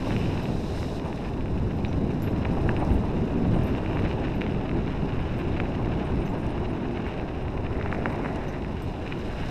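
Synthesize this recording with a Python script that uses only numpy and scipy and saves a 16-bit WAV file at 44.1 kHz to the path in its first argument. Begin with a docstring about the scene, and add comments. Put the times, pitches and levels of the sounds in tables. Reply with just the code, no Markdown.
"""A muddy gravel trail in a forest: two dogs pull a kick scooter, heard through a closed case on the rider.
Wind on the case is drifting low noise; wet mud and sand are clicks and hiss shaped by filters.
The metal clips of the tow line clink faintly as fading tones, and bumps ring the frame's resonances.
The tyres drone and hum as low noise, crunch grit as crowds of clicks, and flick stones as short snaps."""
import sys
import numpy as np
from scipy import signal
from scipy.fft import rfft, irfft, next_fast_len
from scipy.io import wavfile
from scipy.ndimage import uniform_filter1d, map_coordinates

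SR = 44100
rng = np.random.default_rng(int(sys.argv[2]) if len(sys.argv) > 2 else 0)


def file_out(sig):
    """Save sig as 16-bit WAV at sys.argv[1]."""
    # one column per channel
    cols = np.atleast_2d(sig).T
    # limit, then scale
    lim = np.clip(cols, -1, 1)
    pcm = np.round(lim * 32767).astype(np.int16)
    wavfile.write(sys.argv[1], SR, pcm)


N = 418950  # length in samples

# Levels in the tables are relative: the functions add their own gains, and the case colours the sum.
# How much loose gravel the tyres and paws crush: [t/s, level/dB]
GRAVEL_AMOUNT = [(0, -48), (.25, -47.5), (.6, -52.5), (1.55, -54.5), (2.1, -51.5), (2.45, -49.5),
                 (3.15, -50.5), (4, -45), (4.7, -48), (5.6, -48), (6.6, -49), (7.05, -47.5), (7.5, -51.5),
                 (7.95, -51.5), (8.75, -50.5), (9.5, -45.5)]
# Jolts of the frame: [t/s, strength/dB]
JOLTS = [(0.067, -19.5), (0.354, -24), (1.054, -18), (1.085, -24), (2.568, -16.5), (2.656, -20),
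         (2.685, -19), (2.708, -29), (2.778, -24), (2.803, -23), (2.822, -17), (3.035, -21), (3.451, -24),
         (3.555, -25), (3.784, -24), (6.03, -21), (6.237, -30), (6.323, -23), (6.63, -24), (6.845, -23),
         (7.895, -27), (7.927, -24), (8.058, -23), (8.125, -26), (8.192, -25), (8.246, -20)]
# Colour of cracking grit: [f/Hz, level/dB]
GRIT_COLOUR = [(300, -43), (900, -3), (1600, 2), (2100, -2.5), (2800, -2), (3800, -10), (5200, -20),
               (7000, -32), (15000, -72)]
# Colour of flying sand and water: [f/Hz, level/dB]
SPRAY_COLOUR = [(800, -12.5), (2500, 0), (3800, 9), (5200, 4.5), (7000, -4.5), (8600, -5.5), (10000, -11.5),
                (12200, -12), (14000, -20), (15500, -40)]
USUAL_GRAVEL_DB, USUAL_RIDE_DB = -54.5, -37  # reference points for the gravel and the tyre drone


def amp(db):
    """Turn decibels into a gain."""
    return 10 ** (np.asarray(db) / 20)


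def unit(x):
    """Scale to an average strength (rms) of 1."""
    return x / np.sqrt(np.mean(x ** 2) + 1e-20)


def curves(rows):
    """Draw straight lines between table rows: one curve for each column after the time."""
    s, *cols = np.transpose(rows)
    return [np.interp(np.arange(N) / SR, s, c) for c in cols]


def wobble(rate):
    """A smooth random curve through `rate` random points a second."""
    points = rng.standard_normal(2048)
    return map_coordinates(points, [np.arange(N) * rate / SR], mode="wrap")


def bell(s, half_s):
    """A smooth rise and fall around time s, as one value per sample."""
    return np.exp(-((np.arange(N) / SR - s) / half_s) ** 2)


def filtered(x, response):
    """Multiply the spectrum of x by a complex response to frequency."""
    size = 2 * next_fast_len((N + SR) // 2)
    hz = np.fft.rfftfreq(size, 1 / SR)
    return irfft(rfft(x, size) * response(hz), size)[:N]


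def coloured(x, points):
    """Filter through [f/Hz, level/dB] points on a log axis, with no sound ahead of its cause."""
    def response(hz):
        f, db = np.transpose(points)
        gain = amp(np.interp(np.log(hz + 1), np.log(f), db))
        # folding the cepstrum gives the filter minimum phase
        cepstrum = irfft(np.log(gain))
        half = len(cepstrum) // 2
        return np.exp(rfft(np.r_[cepstrum[0], 2 * cepstrum[1:half]], len(cepstrum)))
    return filtered(x, response)


def rush(spectrum, patchy_db):
    """Noise of rms 1 whose colour drifts in random patches of time and frequency."""
    z = signal.stft(rng.standard_normal(N), nperseg=1024)[2]
    patches = uniform_filter1d(rng.standard_normal(z.shape), size=9, axis=0)
    patches = uniform_filter1d(patches, size=7, axis=1)
    noise = signal.istft(z * amp(patchy_db * unit(patches)))[1][:N]
    return unit(coloured(noise, spectrum))


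def impacts(per_second, spread_db):
    """Clicks at random moments, with random signs and scattered sizes."""
    hit = rng.random(N) < per_second / SR
    size = amp(spread_db * np.minimum(rng.standard_normal(N), 2))
    return hit * size * rng.choice([-1, 1], N)


def add(track, s, sound):
    """Mix a sound into a track at time s."""
    part = track[max(round(s * SR), 0):][:len(sound)]
    part += sound[:len(part)]


def airflow():
    """Single eddies change the buffeting and the roar for a moment: (buffet dB, roar dB)."""
    # Strength of the air stream on the case: [t/s, roar level/dB]
    air = [(0, -30.5), (.25, -28.5), (.55, -31.5), (1.1, -35), (1.5, -29.5), (2.2, -28.5), (2.8, -28),
           (3.1, -28.5), (3.3, -25), (3.6, -26.5), (3.85, -30), (4.4, -29.5), (4.8, -30), (5.4, -32.5),
           (6.05, -30), (7.35, -35.5), (7.95, -33.5), (8.5, -33.5), (9.5, -37.5)]
    # Large eddies breaking on the case: [t/s, deep buffeting level/dB]
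    turbulence = [(0, -32.5), (.35, -34), (1.1, -37.5), (1.6, -31.5), (2.1, -33), (2.8, -30), (3.2, -32),
                  (4.4, -35), (5.1, -32), (5.7, -32.5), (6.5, -34), (7.2, -37.5), (7.8, -32.5), (8.4, -37),
                  (8.85, -35), (9.2, -36.5), (9.5, -34)]
    # Single eddies: [t/s, change of buffeting/dB, change of roar/dB]
    gusts = [(2.94, 7.5, 1.5), (3.56, 3, 1), (4.04, 5, 6), (4.75, -2, 3), (5.63, 2.5, 0)]
    (roar_db,), (buffet_db,) = curves(air), curves(turbulence)
    buffet_db = buffet_db + 1.15 * wobble(12)
    for s, deep_db, lift_db in gusts:
        eddy = bell(s, half_s=0.037)
        buffet_db = buffet_db + deep_db * eddy
        roar_db = roar_db + lift_db * eddy
    return buffet_db, roar_db


def wind(buffet_db, roar_db):
    """Large eddies thump on the case; smaller ones roar as the speed rises."""
    # Colour of the roar: [f/Hz, level/dB]
    roar_colour = [(30, -18.5), (70, -6), (115, 1.5), (180, 2), (300, -2.5), (400, -7.5), (500, -13),
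                   (900, -37), (2500, -47), (6000, -100)]
    # Colour of the deep buffeting: [f/Hz, level/dB]
    buffet_colour = [(8, -2.5), (25, -4), (55, -2), (90, -2), (150, -10), (400, -44.5), (2000, -77)]
    buffet = amp(buffet_db + 1.27) * rush(buffet_colour, patchy_db=-0.2)
    roar = amp(roar_db - 0.76 + 0.65 * wobble(16)) * rush(roar_colour, patchy_db=-0.46)
    return buffet + roar


def wet_sand(gravel_db, ride_db):
    """Level of the sand hiss (dB): it grows with the gravel, the tyre drone and the damp."""
    # Wetter ground near the puddles: [t/s, added sand hiss/dB]
    damp = [(0.98, 0), (1.05, 4.5), (1.28, 4.5), (1.4, 2.5), (4.5, -1), (7.6, -2), (8.8, 1.5), (9.5, 6)]
    damp_db, = curves(damp)
    with_gravel = 0.098 * (gravel_db - USUAL_GRAVEL_DB)
    with_ride = 0.69 * (ride_db - USUAL_RIDE_DB)
    return -63.5 + damp_db + with_gravel + with_ride


def spray(level_db):
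    """Damp sand flies off the tyres in a faint, sparkling hiss: noise with clicks in it."""
    sparkle = unit(impacts(per_second=500, spread_db=6.5))
    sand = unit(rng.standard_normal(N) + 0.53 * sparkle)
    return amp(level_db + 3.5 + 1.4 * wobble(70)) * unit(coloured(sand, SPRAY_COLOUR))


def puddle(end_s, squelch_db, spray_db):
    """The tyres squeeze through mud and throw water, until they reach firm ground."""
    # Passing between the puddles: [t/s, mud squelch level/dB, water spray level/dB]
    passing = [(0, -54, -55), (.1, -49, -51.5), (.3, -47, -54.5), (.45, -52, -55), (.55, -68, -53.5),
               (.68, -59, -52.5), (.8, -73, -49), (.9, -72, -53), (1, -62, -52)]
    # Colour of squelching mud: [f/Hz, level/dB]
    mud_colour = [(900, -25), (1800, -12), (2500, -6), (3000, -4), (3800, -19), (5200, -18), (9000, -48)]
    mud_db, water_db = curves(passing)
    in_mud = np.clip((end_s - np.arange(N) / SR) / 0.03, 0, 1)
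    bubbles = unit(coloured(impacts(per_second=1300, spread_db=6.0), mud_colour))
    water = unit(coloured(rng.standard_normal(N), SPRAY_COLOUR))
    return in_mud * (amp(mud_db + squelch_db) * bubbles + amp(water_db + spray_db) * water)


def ring(modes, t, blur):
    """Fading tones, a little different at every contact and blurred by chatter."""
    out = np.zeros(len(t))
    for hz, db, t60 in modes:  # t60: seconds to fade by 60 dB
        drift = blur * np.cumsum(rng.standard_normal(len(t)))
        phase = 2 * np.pi * (hz * rng.normal(1, 0.0043) * t + rng.random()) + drift
        out += amp(db + rng.normal(0, 1.3)) * 1000 ** (-t / t60) * np.sin(phase)
    return out * (1 - np.exp(-t / 0.0016))  # soft start


def clip_ring(centre_hz, t):
    """The cluster of close, high modes of one steel clip."""
    top_modes = [(-130, -3, 0.24), (0, -0.5, 0.12), (170, 0.5, .08)]
    modes = [(centre_hz + above_hz, db, t60) for above_hz, db, t60 in top_modes]
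    return ring(modes, t, blur=0.066)


def clinks(top_db, lower_db, lower_t60):
    """Small steel clips swing against their rings; the notes depend on where they touch."""
    # Touches of the clips: [t/s, top ring f/Hz, top ring level/dB, lower ring f/Hz, lower ring level/dB]
    touches = [(0.078, 11900, -63, 8900, -61), (0.177, 11700, -62, 8800, -68),
               (0.427, 11700, -56, 7400, -67), (1.055, 11900, -71, 8870, -65),
               (1.765, 12300, -67, 8800, -72), (1.88, 11900, -72, 5800, -53),
               (2.222, 11780, -45, 7300, -58), (2.298, 11900, -65, 8800, -72),
               (2.53, 11900, -69, 8750, -66), (2.61, 11900, -72, 8750, -65), (2.789, 11900, -69, 8700, -60),
               (2.893, 11900, -70, 8900, -62), (2.913, 11950, -59, 8790, -63),
               (2.934, 11650, -60, 8900, -60), (3.537, 11700, -68, 8700, -59),
               (3.578, 11900, -74, 8800, -66), (3.635, 11900, -55, 8650, -66),
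               (3.665, 11700, -55, 8530, -66), (3.949, 11700, -67, 8700, -74),
               (3.992, 11900, -66, 8350, -75), (4.349, 11950, -60.5, 8350, -71),
               (5.2, 11800, -70, 8700, -66), (5.38, 11900, -60, 8440, -62), (6.047, 11900, -74, 8800, -61),
               (6.255, 11950, -61, 6200, -57), (6.29, 11700, -64, 7410, -61),
               (6.378, 12000, -65, 8800, -72), (6.41, 11900, -75, 8800, -70), (6.49, 11900, -76, 9000, -66),
               (6.695, 11900, -76, 9000, -65), (6.729, 11900, -67, 6300, -66),
               (7.069, 11900, -65, 8300, -66), (7.42, 11900, -70, 8800, -67),
               (8.115, 12050, -63, 8500, -63), (8.481, 11700, -62, 6030, -52.5),
               (8.821, 11850, -58, 8440, -61), (9.183, 12350, -65, 5940, -62)]
    free_ring_db, damping_per_db = -57, 2.2  # a top ring below this level fades faster, per s for each dB
    out, t = np.zeros(N), np.arange(SR // 4) / SR
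    for s, hz, db, low_hz, low_db in touches:
        damping = np.exp(-t * damping_per_db * max(free_ring_db - db, 0))
        add(out, s, amp(db + top_db) * damping * clip_ring(hz, t))
        add(out, s, amp(low_db + lower_db) * ring([(low_hz, 0, lower_t60)], t, blur=0.15))
    return out


def ticks(t60, gain_db):
    """Each hard strike of a clip on metal starts with a very short, bright burst of noise."""
    # Strikes: [t/s, strength/dB]
    strikes = [(2.2209, -56), (2.8489, -60), (3.6345, -62), (5.1387, -69), (6.4668, -60), (8.359, -59),
               (8.821, -60)]
    out, t = np.zeros(N), np.arange(SR // 40) / SR
    for s, db in strikes:
        add(out, s, amp(db + gain_db) * 1000 ** (-t / t60) * rng.standard_normal(len(t)))
    return coloured(out, [(2000, -25), (5000, 13), (9000, 9.0), (15000, -9)])


def chatter(ride_db, hz, t60):
    """Vibration keeps a loose steel part tinkling, more on rough ground and after each jolt."""
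    # Spells of extra tinkling: [t of the middle/s, half length/s, level/dB]
    spells = [(3.57, .04, -75), (6.23, .05, -76), (6.5, .1, -75)]
    t = np.arange(SR // 8) / SR
    note = ring([(hz, 0, t60)], t, blur=0.2)
    tinkle = signal.fftconvolve(impacts(per_second=40, spread_db=-1.5), note)[:N]
    shaking = amp(-87 + 1.6 * (ride_db - USUAL_RIDE_DB))
    settle = 1000 ** (-np.arange(SR) / SR / 0.76)  # fades by 60 dB in 0.76 s
    for s, db in JOLTS:
        add(shaking, s, amp(db - 66) * settle)
    for s, half_s, db in spells:
        shaking = shaking + amp(db) * bell(s, half_s)
    return shaking * unit(tinkle)


def jingle(t60):
    """The running dogs make the small links of the line touch, each with its own short note."""
    per_second, level_db, scatter_db = 6, -73, 2
    pitch_hz, scatter_octaves = 11900, 0.022
    out, t = np.zeros(N), np.arange(SR // 16) / SR
    draws = rng.random((80, 3))
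    times = np.cumsum(-np.log(1 - draws[:, 0])) / per_second  # random gaps
    scatter = np.sqrt(12) * (draws[:, 1:] - .5)  # even spread, standard deviation 1
    for s, (size, pitch) in zip(times, scatter):
        hz = pitch_hz * 2 ** (scatter_octaves * pitch)
        add(out, s, ring([(hz, level_db + scatter_db * size, t60)], t, blur=0.1))
    return out


def frame_ring(x):
    """The frame and deck answer a push with their resonances."""
    # Resonances: [f/Hz, width/Hz, level/dB]
    resonances = [(380, 68, -16), (653, 446, 7.5), (943, 484, 4), (1097, 47, -0.5)]

    def response(f):
        total = 0
        for k, (centre, width, db) in enumerate(resonances):
            band = 1j * f * width
            # neighbouring resonances push in opposite directions
            total = total + (-1) ** k * amp(db) * band / (centre * centre - f * f + band)
        return total
    return filtered(x, response)


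def bumps(rise_s, t60, gain_db, push_db):
    """A jolt, softened by the tyre, knocks the frame and rattles it for a moment."""
    out, t = np.zeros(N), np.arange(SR // 4) / SR
    shape = (1 - np.exp(-t / rise_s)) * 1000 ** (-t / t60)
    for s, db in JOLTS:
        add(out, s, amp(db + gain_db) * shape * rng.standard_normal(len(t)))  # rattle
        add(out, s + 0.001, amp([db + push_db]))  # one sharp push
    return frame_ring(coloured(out, [(500, 1.0), (1200, 2.5), (3000, -4.0), (10000, -33)]))


def drone(level_db):
    """The tyres roll on packed earth and shake the frame: a low, unsteady noise."""
    # Colour of the drone: [f/Hz, level/dB]
    drone_colour = [(80, -9), (250, 3.5), (380, 7), (460, 2), (550, 0), (630, 2.5), (720, 0), (830, -1),
                    (1020, -4.5), (1250, -13), (2000, -23), (5000, -64.5)]
    return amp(level_db + 2.5 + 0.64 * wobble(40)) * rush(drone_colour, patchy_db=1.02)


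def hum():
    """The tread blocks patter on packed earth and merge into a hollow hum, made of narrow noise."""
    # Firm, packed stretches: [t/s, level/dB]
    firm = [(4.8, -60), (5.45, -38.5), (6.0, -44.5), (6.6, -37.5), (7.0, -36.5), (7.4, -50), (8.3, -43.5),
            (8.9, -60)]
    # Colour of the tread's hum: [f/Hz, level/dB]
    tread_colour = [(150, -30), (240, 1), (300, -2.5), (370, 1.5), (420, -9.5), (520, -27.5), (2000, -100)]
    level_db, = curves(firm)
    return amp(level_db) * rush(tread_colour, patchy_db=2.5)


def grind():
    """Coarse stones knock against each other under the tyres, lower in pitch than the grit."""
    # Patch of coarse stones: [t/s, level/dB]
    coarse = [(7.5, -80), (7.76, -50.5), (7.92, -48), (8.0, -49), (8.12, -47), (8.2, -52), (8.255, -43),
              (8.32, -51.5), (8.55, -51.5), (8.8, -80)]
    # Colour of the grinding: [f/Hz, level/dB]
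    grind_colour = [(400, -27), (900, -6), (1400, -3), (2000, -0.5), (2500, -8), (3300, -26), (6000, -57)]
    level_db, = curves(coarse)
    return amp(level_db) * unit(coloured(impacts(per_second=450, spread_db=2), grind_colour))


def crushing(gravel_db):
    """The crunch follows the patchy gravel and flares where a paw or tyre kicks up grit (dB)."""
    # Short spatters of grit: [t/s, lift of the crunch/dB]
    scuffs = [(1.255, 8), (1.285, 9), (1.71, 8.5), (2.812, 8.5), (3.785, 6.5), (6.35, 5.5), (6.97, 5),
              (7.07, 4), (7.185, 4), (7.38, 3.5)]
    level_db = gravel_db + 0.5 * wobble(13)
    for s, lift_db in scuffs:
        level_db = level_db + lift_db * bell(s, half_s=0.012)
    return level_db


def crunch(level_db, grain_db, bed_db):
    """Grains crack under the tread in short clumps, over a bed of finer grit."""
    clumps = amp(2.9 * wobble(90) + 2.36 * wobble(35))
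    cracks = coloured(impacts(per_second=600, spread_db=-0.5), GRIT_COLOUR)
    grains = amp(grain_db) * unit(clumps * cracks)
    bed = amp(bed_db) * rush(GRIT_COLOUR, patchy_db=2.0)
    return amp(level_db) * (grains + bed)


def pebbles():
    """Small stones at random moments, stronger in deep gravel: rows like those of the larger stones."""
    per_second, over_gravel_db, scatter_db = 30, 15, 1
    pitch_hz, scatter_octaves, fall_cycles = 1940, 0.53, 0.43
    draws = rng.random((600, 3))
    s = np.cumsum(-np.log(1 - draws[:, 0])) / per_second  # random gaps
    size, pitch = np.sqrt(12) * (draws[:, 1:].T - .5)  # even spread, standard deviation 1
    depth_db = np.interp(s, *np.transpose(GRAVEL_AMOUNT)) - USUAL_GRAVEL_DB
    db = USUAL_GRAVEL_DB + over_gravel_db + 0.49 * depth_db + scatter_db * size
    hz = pitch_hz * 2 ** (scatter_octaves * pitch)
    rows = np.c_[s, db, hz, np.full(len(s), fall_cycles)]
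    return list(rows[s < N / SR])


def stones(rise_cycles, gain_db):
    """A pinched stone shoots out with a dry snap of a cycle or two; a few ring on a little longer."""
    # Larger stones flicked by the tyres: [t/s, strength/dB, pitch f/Hz, fading time/cycles]
    large_stones = [(0.107, -22, 1790, .5), (0.165, -19.5, 2420, 0.44), (0.377, -26, 2500, 0.46),
                    (0.456, -25, 2400, .6), (0.83, -24, 1860, 0.27), (0.9975, -27.5, 2930, .3),
                    (1.1288, -24, 1930, 0.17), (1.2495, -31, 2600, .5), (1.338, -36, 2600, .8),
                    (1.4088, -29, 2280, 0.49), (1.4588, -28.5, 1900, 0.33), (1.482, -35, 2200, .5),
                    (1.8491, -24, 2330, 1.2), (1.8494, -31, 3850, 2.4), (1.858, -37, 3750, 3.6),
                    (1.9299, -26, 2900, .3), (2.4503, -23.5, 2300, .5), (2.4542, -17.5, 1700, .25),
                    (2.6918, -17, 1680, 1.7), (2.6922, -28.5, 2630, 2.6), (2.7658, -24, 2500, 0.92),
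                    (2.906, -32, 2600, .6), (3.7507, -25, 2230, 0.27), (3.783, -32, 1570, .3),
                    (3.8615, -23.5, 2100, .5), (3.9715, -20, 1640, 0.27), (3.9925, -23.5, 1770, .4),
                    (4.0624, -23, 1970, .4), (4.1132, -22.5, 2150, 0.35), (4.283, -26, 1800, .5),
                    (4.411, -24, 2100, .4), (4.4173, -16.5, 2160, 0.41), (4.4654, -22.5, 1820, .4),
                    (4.522, -28, 2300, 0.43), (4.547, -29, 1900, .4), (4.694, -22.5, 2300, 0.36),
                    (4.7145, -25, 1710, 0.45), (5.566, -29, 2500, 0.7), (5.6014, -14.5, 1840, 0.35),
                    (6.974, -25, 1970, 0.43), (7.0655, -25, 1700, .4), (7.0755, -30, 2100, .4),
                    (7.198, -28, 2200, .4), (7.4825, -27, 2000, .4), (7.5772, -27.5, 2060, 0.55),
                    (7.6653, -28, 2100, 0.43), (7.667, -27, 2340, .75), (7.8128, -24, 1560, 0.61),
                    (7.8265, -25, 2400, .3), (7.8604, -21.5, 1380, 0.43), (7.917, -27, 2400, 0.36),
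                    (7.927, -16, 1590, 0.59), (7.9476, -23, 1760, .45), (8.058, -11, 1530, 0.51),
                    (8.2478, -28, 1520, 0.49), (8.26, -18.5, 1310, 0.3), (8.6475, -26, 1900, .4),
                    (9.1236, -21, 2200, .5), (9.1257, -23, 2350, .7), (9.434, -29, 2200, .4)]
    out, t = np.zeros(N), np.arange(-(SR // 300), SR // 100) / SR
    rows = list(large_stones) + pebbles()
    phases = rng.normal(0, 0.59, len(rows))
    for (s, db, hz, fall_cycles), phase in zip(rows, phases):
        cycles = hz * t
        shape = 1 / (np.exp(-cycles / rise_cycles) + np.exp(cycles / fall_cycles))
        snap = shape / shape.max() * np.cos(2 * np.pi * cycles + phase)
        add(out, s + t[0], amp(db + gain_db) * snap)
    return out


def skitter(snaps):
    """A flicked stone drags grit along: each snap leaves a short, ragged tail."""
    settle = 1000 ** (-2 * np.arange(SR // 10) / SR / 0.022)  # power falls by 60 dB in 0.022 s
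    power = signal.fftconvolve(snaps ** 2, settle / settle.sum())[:N]
    strength = np.sqrt(np.abs(power))
    grit = unit(coloured(impacts(per_second=1100, spread_db=4), GRIT_COLOUR))
    return amp(-15) * strength * grit


def scene():
    """All sounds of the ride reach the microphone through the case, which colours them."""
    # Roughness of the ground under the tyres: [t/s, tyre drone level/dB]
    roughness = [(0, -39), (.38, -38.5), (.6, -40.5), (1.05, -39), (1.4, -41), (2.4, -39.5), (2.7, -36),
                 (3.15, -38.5), (3.45, -38.5), (4, -36.5), (4.3, -39.5), (6.1, -38), (7.3, -40),
                 (8.15, -36), (8.7, -41), (9.5, -41)]
    # Colour of the closed case: [f/Hz, level/dB]
    case_colour = [(1300, 1), (1700, 2), (2050, 1.5), (2400, 4), (2850, 4.5), (3230, -4), (3600, 0.5),
                   (3950, 2.5), (4250, -2), (4550, -6.5), (5030, 2.5), (5900, 0.5)]
    (ride_db,), (gravel_db,) = curves(roughness), curves(GRAVEL_AMOUNT)
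    air = wind(*airflow())
    wet = spray(wet_sand(gravel_db, ride_db))
    wet = wet + puddle(end_s=1.01, squelch_db=-3.0, spray_db=0.5)
    steel = clinks(top_db=-3.0, lower_db=2.5, lower_t60=0.12) + ticks(t60=0.0088, gain_db=8.0)
    steel = steel + chatter(ride_db, hz=8840, t60=0.07) + jingle(t60=0.05)
    frame = bumps(rise_s=0.0015, t60=0.088, gain_db=-0.5, push_db=13)
    rolling = drone(ride_db) + hum()
    snaps = stones(rise_cycles=0.21, gain_db=-0.8)
    knocks = amp(3.0) * frame_ring(snaps)  # each stone also kicks the frame
    gravel = crunch(crushing(gravel_db), grain_db=-2.5, bed_db=-4.5) + grind()
    gravel = gravel + snaps + knocks + skitter(snaps)
    return coloured(air + wet + steel + frame + rolling + gravel, case_colour)[None]


def record(dry):
    """The microphone's band limit removes everything from 15400 Hz up."""
    return filtered(dry[0], lambda hz: hz < 15400)[None]


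dry = scene()
out = record(dry)
file_out(out)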